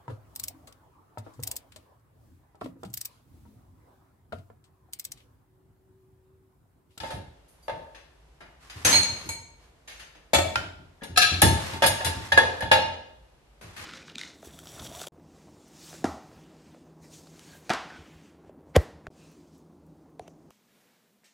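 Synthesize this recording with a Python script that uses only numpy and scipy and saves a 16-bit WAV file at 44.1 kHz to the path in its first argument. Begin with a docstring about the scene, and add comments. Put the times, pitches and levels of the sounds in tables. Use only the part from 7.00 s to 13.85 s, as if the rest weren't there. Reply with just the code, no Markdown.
"""A dishwasher's wire rack is loaded in a small kitchen: a steel pot is nudged, a light jingle sounds, the rack
jolts, a glass clinks, a glass bowl is set between the tines, then the pot is lifted, clangs on a steel bowl and
is knocked into place. Struck things sound by decaying tones, most with a shimmer of overtones and a noisy rattle.
Shaped noise makes the rack's shudder, the sliding and the quiet air; tub and room answer with a noise tail."""
import sys
import numpy as np
from scipy import signal
from scipy.fft import rfft, irfft, next_fast_len
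from scipy.io import wavfile
from scipy.ndimage import uniform_filter1d, minimum_filter1d, map_coordinates

SR = 44100
rng = np.random.default_rng(int(sys.argv[2]) if len(sys.argv) > 2 else 0)


def to_wav(s):
    """Save 16-bit WAV."""
    ch = np.atleast_2d(s).T  # columns
    pcm = np.round(np.clip(ch, -1, 1) * 32767)  # PCM
    wavfile.write(sys.argv[1], SR, pcm.astype(np.int16))


N = 302085  # length in samples

# Stereo width, narrow in the bass: pitch_hz, side_over_mid_db
WIDTH = [(100, -14.5), (170, -17), (280, -7.5), (600, -2), (1200, -3), (2200, 1.5), (12000, -1.5)]


def amp(db):
    """Turn decibels into a gain."""
    return 10 ** (np.asarray(db) / 20)


def unit(x):
    """Scale a sound to an average (rms) level of 1."""
    return x / np.sqrt(np.mean(x ** 2) + 1e-20)


def along(points, hz):
    """Read a curve of (Hz, value) points at any pitch, on a log pitch axis."""
    point_hz, value = np.transpose(points)
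    return np.interp(np.log(hz + 1), np.log(point_hz), value)


def add(track, start_s, sound):
    """Mix a sound into the track from a start time."""
    start = max(0, round(start_s * SR))
    track[:, start:start + sound.shape[1]] += sound[:, :N - start]


def noise(colour_db, size):
    """Stereo noise with a given level at each pitch, near mono in the bass and wide above."""
    padded = next_fast_len(size)
    hz = np.fft.rfftfreq(padded, 1 / SR)
    mid, side = rfft(rng.standard_normal((2, padded)))
    width = amp(along(WIDTH, hz))
    pair = np.array([mid + width * side, mid - width * side]) / np.hypot(1, width)
    return irfft(pair * amp(colour_db(hz)), padded)[:, :size]


def steady(spectrum):
    """Lasting stereo noise with a given spectrum and an rms level of 1."""
    return unit(noise(lambda hz: along(spectrum, hz), N))


def swell(start_s, length_s, rise_s, t60_s):
    """A gain that rises from its start, holds for a length and dies away, by 60 dB in t60_s."""
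    t = np.maximum(np.arange(N) / SR - start_s, 0)
    rise = 1 - np.exp(-t / rise_s)
    return rise * amp(-60 * np.maximum(t - length_s, 0) / t60_s)


def ring(modes, t, scatter_db=0.32, split_hz=7, twin=0.35):
    """Decaying tones; a not quite round vessel splits each into two close pitches that beat."""
    hz, db, t60_s = np.transpose(modes)
    scatter, detune, side = rng.standard_normal((3, len(modes)))
    phase = np.exp(2j * np.pi * rng.random((2, len(modes))))
    pair_hz = np.array([hz, hz + split_hz * detune])
    # one complex factor per sample both turns a tone and shrinks it
    step = np.exp((2j * np.pi * pair_hz - np.log(1000) / t60_s) / SR).ravel()
    waves = np.cumprod(np.broadcast_to(step[:, None], (len(step), len(t))), axis=1)
    sizes = amp(db + scatter_db * scatter) * phase * [[1], [twin]]
    # each tone reaches the two microphones at its own phase
    turn = np.exp(1j * np.arctan(amp(along(WIDTH, hz))) * np.sign(side))
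    left_right = np.array([(sizes * turn).ravel(), (sizes / turn).ravel()])
    return (left_right @ waves).imag


def room(x, build_s=0.0009):
    """The blurred answer of tub and kitchen: a noise tail whose treble dies first."""
    # How long the room answers: pitch_hz, t60_s
    kitchen = [(100, 0.97), (400, 0.84), (1200, 0.63), (3500, 0.66), (8000, 0.55), (13000, 0.28)]
    size = x.shape[1]
    hz, t, grid = signal.stft(noise(np.zeros_like, size), SR, nperseg=256)
    decay = amp(-60 * t / along(kitchen, hz)[:, None])
    tail = signal.istft(grid * decay * (1 - np.exp(-t / build_s)), SR, nperseg=256)[1]
    tail = tail / np.sqrt(np.sum(tail ** 2) / 2)
    return signal.fftconvolve(x, tail, axes=1)[:, :size]


def contact(hz, tilt_db, contact_ms):
    """Force of a blow in dB: a slope per octave about 2500 Hz; a longer contact loses more treble."""
    slope = tilt_db * np.log2(hz / 2500)
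    return slope - 10 * np.log10(1 + (hz * contact_ms / 1000) ** 4)


def overtones(depth_db=6):
    """Countless weak higher tones, as an uneven comb of (Hz, dB) with its average power evened out."""
    hz = np.geomspace(1000, 16000, 260)
    power = amp(depth_db * np.clip(rng.standard_normal(len(hz)), -2, 2)) ** 2
    comb_db = 10 * np.log10(power / uniform_filter1d(power, size=11))
    return np.c_[hz, comb_db * (hz > hz[0])]  # 0 dB at the bottom and below


def body(modes, width=0.0082, focus=8):
    """The colour (Hz, dB) a thing gives to what rattles against it, strong near its own tones."""
    hz = np.geomspace(100, 16000, 900)
    centre, db, _ = np.transpose(modes)[:, :, None]
    peaks = (amp(db) / (1 + ((hz / centre - 1) / width) ** 2)).sum(0)
    power = (1 + focus * peaks) ** 2
    return np.c_[hz, 10 * np.log10(power / uniform_filter1d(power, size=141))]


def blows(rows, modes, attack_s, room_db):
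    """Plain blows that only ring a few tones, with the room's answer."""
    out, t = np.zeros((2, N)), np.arange(SR) / SR
    for start_s, level_db in rows:
        tone = amp(level_db) * ring(modes, t) * (1 - np.exp(-t / attack_s)) ** 2
        add(out, start_s, tone + amp(room_db) * room(tone))
    return out


def strikes(hits, modes, colour, rattle_db, shimmer_db, shimmer_t60, room_db, crack, attack_s):
    """The force of each contact drives main tones, a shimmer of overtones and a noisy rattle."""
    # Colour of the rattle and shimmer in the steel tub: pitch_hz, level_db
    tub = [(30, -26.5), (100, -12.5), (200, -11), (440, -6.5), (650, -0.5), (1050, -4.5), (1800, 2),
           (2800, 5), (4200, 5.5), (6000, -1.5), (8000, -3.5), (10000, 1.5), (13600, -6.5), (14300, -30.5),
           (16000, -39)]
    out, t = np.zeros((2, N)), np.arange(SR * 4 // 5) / SR
    centres, answer_db = np.transpose(colour)
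    # spread each band's level over its width in Hz
    shares_db = 10 * np.log10(np.gradient(centres) / (SR / 2))
    shell = body(modes)
    for start_s, level_db, tilt_db, contact_ms, pan_db, ring_db, rattle_t60 in hits:
        comb = overtones()  # every point of contact wakes other overtones
        force_db = level_db + answer_db + contact(centres, tilt_db, contact_ms)
        force = np.c_[centres, force_db]
        density = np.c_[centres, force_db - shares_db]
        colour_db = lambda hz: sum(along(part, hz) for part in (density, tub, shell, comb))

        # the crack is a very short burst at the front of the rattle
        rattle_shape = amp(-60 * t / rattle_t60) + crack * amp(-60 * t / 0.0049)
        rattle = amp(rattle_db) * noise(colour_db, len(t)) * rattle_shape
        shimmer = amp(shimmer_db - 60 * t / shimmer_t60) * noise(colour_db, len(t))
        driven = [(hz, db + along(force, hz), t60_s) for hz, db, t60_s in modes]
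        tones = amp(ring_db) * ring(driven, t)
        blow = (rattle + shimmer + tones) * (1 - np.exp(-t / attack_s))

        # the tub returns mostly the first burst of the blow
        answer = amp(room_db) * room(blow * amp(-60 * t / 0.18))
        add(out, start_s, (blow + answer) * amp([[pan_db / 2], [-pan_db / 2]]))
    return out


def kitchen_air():
    """The kitchen's quiet air: steady noise, strongest in the bass."""
    # Spectrum of the air: pitch_hz, relative level_db per Hz
    air = [(15, -31.5), (25, -21.5), (53, 7), (108, -13.5), (145, -7), (195, -18), (309, -13), (463, -15),
           (695, -15.5), (988, -17.5), (1130, -21), (3000, -26), (11900, -38.5), (14000, -46.5),
           (16000, -68.5)]
    return amp(-58.5) * steady(air)


def wobble(rate):
    """A random curve with a new value `rate` times a second, joined by straight lines."""
    values = rng.standard_normal(int(N * rate / SR) + 4)
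    return map_coordinates(values, [np.arange(N) * rate / SR], order=1)


def sliding(grain_rate=300, grain_db=1.5, catch_rate=28, catch_db=-0.5):
    """Dishes and runners catch and slip over the wires: uneven bouts of small grains."""
    # Bouts of sliding: start_s, length_s, level_db
    slides = [(0, 0.09, -47), (1.598, .08, -54), (1.725, 0.28, -47.5), (1.853, 0.085, -28.5),
              (2.063, .18, -46), (2.58, 0.076, -62), (2.88, 0.059, -59), (4.28, 0.11, -45),
              (4.553, 0.2, -38), (4.9, 0.38, -44), (5.185, 0.2, -50.5), (5.473, 0.12, -50.5),
              (6.608, 0.23, -53), (6.767, 0.086, -43)]
    # Spectrum of the scrape: pitch_hz, relative level_db per Hz
    scrape = [(120, -47.5), (200, -8.5), (467, -8.5), (503, -8.5), (1170, -2), (1290, -5), (1850, -4.5),
              (5450, -12.5), (11600, -20.5), (13700, -29.5), (15000, -59)]
    rise_s, t60_s = 0.02, 0.36  # a slide gets going, holds and dies away
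    bouts = [amp(db) * swell(start_s, length_s, rise_s, t60_s) for start_s, length_s, db in slides]
    effort = np.sqrt(sum(bout ** 2 for bout in bouts))
    grains_db = grain_db * wobble(grain_rate) + catch_db * wobble(catch_rate)
    return effort * unit(steady(scrape) * amp(grains_db))


def rack():
    """Weight shifts and jolts boom in the loaded frame and set it shuddering on its runners."""
    # Weight shifts and jolts: start_s, level_db before the boom and shudder gains
    jolts = [(0, -42.5), (.13, -35), (0.713, -42.5), (1.751, -43), (1.843, -28.5), (1.925, -34),
             (2.086, -41.5), (2.243, -38), (3.346, -28), (3.56, -37), (3.634, -43), (3.781, -46),
             (4.087, -40), (4.168, -34.5), (4.31, -29.5), (4.423, -13), (4.57, -37), (4.726, -33.5),
             (4.838, -27.5), (5.05, -30.5), (5.16, -34), (5.325, -33.5), (5.409, -34), (5.618, -31.5),
             (5.722, -31), (5.831, -42), (6.635, -46), (6.771, -45)]
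    # Low tones of the loaded frame: pitch_hz, relative level_db, t60_s
    frame = [(77, 3.5, 0.16), (87, 0, 0.59), (106, -4.5, 0.26), (123, 6.5, 0.13), (138, -5.5, 0.13),
             (173, -4, .3), (223, -7, 0.11), (309, -10, .2)]
    # Spectrum of the shudder: pitch_hz, relative level_db per Hz
    shudder = [(18, -61), (30, -33.5), (68, 1), (86, 8), (124, 0.5), (150, -5), (175, -3), (220, -8.5),
               (283, -5.5), (326, -5), (400, -9.5), (520, -25.5), (880, -120)]
    frame_db, shudder_db = -3, 1  # boom and shudder relative to the jolt
    rise_s, t60_s = 0.018, 0.49  # the shudder's swell and decay
    boom = amp(frame_db) * blows(jolts, frame, attack_s=0.0089, room_db=-14.0)
    sways = [amp(db) * swell(start_s, 0, rise_s, t60_s) for start_s, db in jolts]
    sway = np.sqrt(sum(one ** 2 for one in sways))
    return boom + amp(shudder_db) * sway * steady(shudder)


def metal_ping():
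    """A faint metal ping: one decaying tone."""
    # When it sounds: start_s, level_db
    pings = [(.626, -52)]
    # Its tone: pitch_hz, level_db, t60_s
    tone = [(4700, -3, 0.19)]
    return blows(pings, tone, attack_s=0.002, room_db=-1)


def jingle_and_rack_wires():
    """A light treble jingle at 0.48 and 0.625 s, then knocks on the rack's wires: rattle over a weak ring."""
    # Jingle and knocks:
    # start_s, level_db, tilt_db per octave, contact_ms, left_minus_right_db, ring_db, rattle_t60_s
    hits = [(0.48, -76.5, 8.5, .04, 1.1, -14, 0.84), (0.625, -75, 7, .04, 2, -16, 1),
            (0.947, -41, 1.5, 0.32, 1.6, -11, 0.1), (1.405, -34, 2, 0.76, 0.9, -19, 0.22),
            (1.697, -35.5, 4.5, 0.39, 1.7, -14, .13), (1.848, -16, 1.26, .11, 1, -9, 0.21),
            (1.869, -27.5, -2.1, .04, 3, -10.5, 0.52), (2.255, -44.5, -1, 0.051, 2.8, -5, 0.054),
            (2.875, -38.5, 4.5, 0.33, 1.1, -21.5, 0.77), (2.995, -34, 4, 0.36, 2.2, -21, .025),
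            (3.149, -50, -0.5, 0.27, 1.5, 1, 0.19), (4.018, -42.5, -4.5, .3, 2, -6, 0.15),
            (6.611, -47, -2.5, 0.081, 2, -18, 0.4), (6.764, -29, 7.5, 0.7, 2.4, -18, .25)]
    # Tones that jingle and wires share: pitch_hz, relative level_db, t60_s
    modes = [(1350, -26, .2), (1710, -26, 0.25), (2730, -24.5, .2), (4960, -12.5, 0.44), (6270, -9, 0.17),
             (10100, -24.5, .15)]
    # How strongly each pitch answers: pitch_hz, level_db
    colour = [(260, 2.5), (700, -3), (1660, .5), (3640, -5), (6700, 2.5), (10900, 1)]
    return strikes(hits, modes, colour, rattle_db=-7, shimmer_db=-9.5, shimmer_t60=0.29,
                   room_db=2.5, crack=0.6, attack_s=0.0014)


def tine():
    """One wire tine is struck and rings in short tones."""
    # Contacts: start_s, level_db, tilt_db per octave, contact_ms, left_minus_right_db, ring_db, rattle_t60_s
    hits = [(3.557, -25, 1.5, 0.23, 1.1, 3.4, 0.025)]
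    # Tones of the tine: pitch_hz, relative level_db, t60_s
    modes = [(1406, 1, .06), (1430, -18.5, 0.34), (1550, -4.5, 0.048), (2480, -14.5, .07),
             (3050, -9.5, .035), (3830, -12, .05)]
    # How strongly it answers a blow: pitch_hz, level_db
    colour = [(260.0, 5), (700.0, 5), (1660.0, 10), (3640.0, -0.5), (6700.0, 3.5), (10900.0, 0.5)]
    return strikes(hits, modes, colour, rattle_db=2.0, shimmer_db=-14.0, shimmer_t60=0.38,
                   room_db=-9.0, crack=0.58, attack_s=0.00057)


def drinking_glass():
    """A glass clinks: its clear tones start almost at once."""
    # Contacts: start_s, level_db, tilt_db per octave, contact_ms, left_minus_right_db, ring_db, rattle_t60_s
    hits = [(1.908, -31.5, 0.2, 0.12, -9, -3, 0.19), (1.928, -18.5, 1.5, 0.26, -3, -5, 0.3),
            (1.956, -17.5, 5.5, 0.41, 2, 1, 0.035), (2.032, -31, 2, .27, 14, -2.5, 0.072),
            (2.098, -42.5, 5.5, .43, 0.5, 3, 0.081), (2.29, -33.5, -1.7, 0.054, 1.5, 1.5, 0.061)]
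    # Tones of the glass: pitch_hz, relative level_db, t60_s
    modes = [(917, -2, 0.15), (2290, -5, 0.41), (4230, 2.5, 0.39), (4360, -15, 0.18), (6530, -2.5, 0.17),
             (7260, -14, .36), (7730, -12, 0.26), (8645, -14.5, 0.15), (9230, -7, 0.22), (11040, -22, 0.47)]
    # How strongly it answers a blow: pitch_hz, level_db
    colour = [(260.0, -1.5), (700.0, -4), (1660.0, -4.5), (3640.0, -2), (6700.0, 7), (10900.0, 5.5)]
    return strikes(hits, modes, colour, rattle_db=-4.5, shimmer_db=-8.5, shimmer_t60=0.19,
                   room_db=-1.0, crack=0.3, attack_s=0.00032)


def glass_bowl():
    """A glass bowl is set between the tines in a quick run of contacts."""
    # Contacts: start_s, level_db, tilt_db per octave, contact_ms, left_minus_right_db, ring_db, rattle_t60_s
    hits = [(3.333, -18.0, -0.61, 0.14, 3.4, -1.5, 0.17), (3.345, -15.5, 2.2, 0.25, 1.8, 0.0, 0.16),
            (3.384, -20.5, -1.3, 0.18, 1.2, -4.4, 0.091)]
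    # Tones of the bowl: pitch_hz, relative level_db, t60_s
    modes = [(560, -9, .45), (632, -1, .2), (690, -5, .12), (735, -9, .12), (900, -12, .4), (1295, -15, .3),
             (1840, -9, .2), (2292, -6, .26), (2660, -9, .3), (3420, -8, .22), (3620, -12, .3),
             (4280, -13, .35), (6540, -11.5, .3), (7260, -9, .4), (8100, -13, .3)]
    # How strongly it answers a blow: pitch_hz, level_db
    colour = [(260.0, 0.0), (700.0, 3), (1660.0, -2.5), (3640.0, -6), (6700.0, 0.5), (10900.0, 2.5)]
    return strikes(hits, modes, colour, rattle_db=-2.0, shimmer_db=-18.0, shimmer_t60=0.56,
                   room_db=-5.5, crack=0.36, attack_s=0.0015)


def steel_bowl_rim():
    """The pot clangs on a steel bowl, whose rim rings in many tones."""
    # Contacts: start_s, level_db, tilt_db per octave, contact_ms, left_minus_right_db, ring_db, rattle_t60_s
    hits = [(4.16, -31.5, 1, 0.2, 1, -6, .1), (4.173, -15.5, -0.93, 0.036, 1.2, -5.5, 0.061),
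            (4.215, -17.5, 4, 0.27, 3, -8, .11), (4.226, -18, 5, 0.35, 3, -10, 0.07)]
    # Tones of the rim: pitch_hz, relative level_db, t60_s
    modes = [(723, -3.5, 0.15), (1287, 4, 0.22), (1625, 5, .2), (1730, -2.5, .3), (2250, -10.5, .3),
             (2425, -8, 0.34), (2630, -4, .32), (2760, -10, .45), (3190, -12, 0.27), (3440, -9, .28),
             (3650, -11.5, .3), (4005, -3.5, 0.3), (4170, -7, .3), (4440, -4.5, .38), (4900, -13.5, .3),
             (5130, -10.5, .35), (5320, -9, .28), (5700, -9, 0.27), (5960, -8.5, 0.37), (7200, -3.5, 0.22),
             (10380, -6.5, .12)]
    # How strongly it answers a blow: pitch_hz, level_db
    colour = [(260.0, -8), (700.0, -1.5), (1660.0, 1), (3640.0, 2.5), (6700.0, 2.5), (10900.0, 2.5)]
    return strikes(hits, modes, colour, rattle_db=-0.5, shimmer_db=-7.5, shimmer_t60=0.069,
                   room_db=-0.5, crack=0.64, attack_s=0.0028)


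def pot_wall():
    """Square blows on the pot's flat wall ring a few short tones."""
    # Blows: start_s, level_db
    knocks = [(4.010, -49.5), (5.319, -18.5), (5.375, -7.5), (5.607, -29.5), (5.655, -32.5), (5.714, -16.5)]
    # Tones of the wall: pitch_hz, relative level_db, t60_s
    wall = [(1461, -15, .043), (1612, -5.5, .036), (1682, 9.5, 0.066), (1810, -5, 0.18), (3380, -10, 0.16)]
    return blows(knocks, wall, attack_s=0.0018, room_db=-13.0)


def steel_pot():
    """The steel pot is nudged and knocked about: strong rattle over many ringing tones."""
    # Contacts: start_s, level_db, tilt_db per octave, contact_ms, left_minus_right_db, ring_db, rattle_t60_s
    hits = [(0.001, -37.5, 3, 0.28, 4.5, -1, 0.051), (0.034, -36.5, -1.5, 0.5, -1, -1, 0.11),
            (0.104, -43, -2.7, 0.12, 2, -10, 0.34), (0.681, -20.5, 2.5, 1, 2, -7, 0.036),
            (0.694, -27.5, 1, 0.73, -3, -19, .08), (4.033, -42.5, 0.5, 0.089, 1.5, -4, 0.094),
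            (4.418, -19.5, 10, .16, 1, -9, 0.029), (4.42, -9.5, 2.5, 0.47, 1.5, -3.5, 0.089),
            (4.733, -33, 4, 0.53, -0.5, 3, 0.042), (4.821, -23, -2, 0.13, 0.5, -12.5, 0.26),
            (4.837, -18, 2.5, 0.36, -3.5, -3, 0.11), (4.862, -26, 3, 0.052, 4, -7, 0.14),
            (5.006, -26.5, 1.5, 0.55, -0.5, -7.5, .087), (5.046, -29.5, 1.5, 0.11, 3.5, -6.5, 0.18),
            (5.065, -30.5, -0.5, 0.14, -2, -4, .12), (5.32, -19.5, 2, 0.34, 2.5, -6, 0.086),
            (5.374, -15.5, -2.7, 0.17, 0.5, -12, .07), (5.606, -36, -2, 0.048, -2.5, -6.5, .033),
            (5.622, -29.5, 1, 0.42, 2.5, -3.5, 0.14), (5.714, -14, 0.57, 0.31, 1, 0, 0.16),
            (5.74, -26, 0.5, 0.38, 3, 1.5, 0.051)]
    # Tones of the pot: pitch_hz, relative level_db, t60_s
    modes = [(524.2, -10.5, 0.36), (556, -5, 0.075), (626, -14, .45), (736, -10, 0.16), (834, -11, .4),
             (898.6, -4, 0.57), (1290, -16, 0.14), (1634, -16, 0.22), (1666, -9, .12), (1706, -7, 0.16),
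             (1810, -16, .3), (2107, -13.5, 0.35), (2470, -13.5, 0.41), (2740, -17.5, .45), (2840, -13, .6),
             (3026, -16.5, .5), (3424, -2.5, .26), (3630, -13, .6), (3877, -6.5, 0.4), (4230, -9.5, .5),
             (4866, -6, 0.35), (5512, -13, 0.53), (5980, -19, .42), (6560, -13, 0.51), (7220, -13, 0.28),
             (8900, -15.5, .3), (9400, -12.5, .23), (9790, -15, .24), (10400, -15.5, .15), (10960, -12, .2),
             (13000, -21, .2)]
    # How strongly it answers a blow: pitch_hz, level_db
    colour = [(260, -6), (700, 4), (1660, 1), (3640, -3), (6700, 0), (10900, 2.5)]
    return strikes(hits, modes, colour, rattle_db=0.5, shimmer_db=-11.5, shimmer_t60=0.14,
                   room_db=-2.5, crack=0.58, attack_s=0.0014)


def scene():
    """Dishes, rack and small metal sounds over the kitchen's quiet air."""
    background = kitchen_air() + sliding() + rack()
    small_metal = metal_ping() + jingle_and_rack_wires() + tine()
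    dishes = drinking_glass() + glass_bowl() + steel_bowl_rim() + pot_wall() + steel_pot()
    return background + small_metal + dishes


def record(dry):
    """The recorder's limiter holds peaks at full scale; then all above its band limit is removed."""
    top_hz = 16400
    needed = 1 / np.maximum(np.abs(dry).max(0), 1)
    # turn down a little ahead of each peak, and smoothly
    gain = uniform_filter1d(minimum_filter1d(needed, size=133), size=67)
    size = next_fast_len(N + SR // 2)
    kept = np.fft.rfftfreq(size, 1 / SR) < top_hz
    return irfft(rfft(dry * gain, size) * kept, size)[:, :N]


dry = scene()
out = record(dry)
to_wav(out)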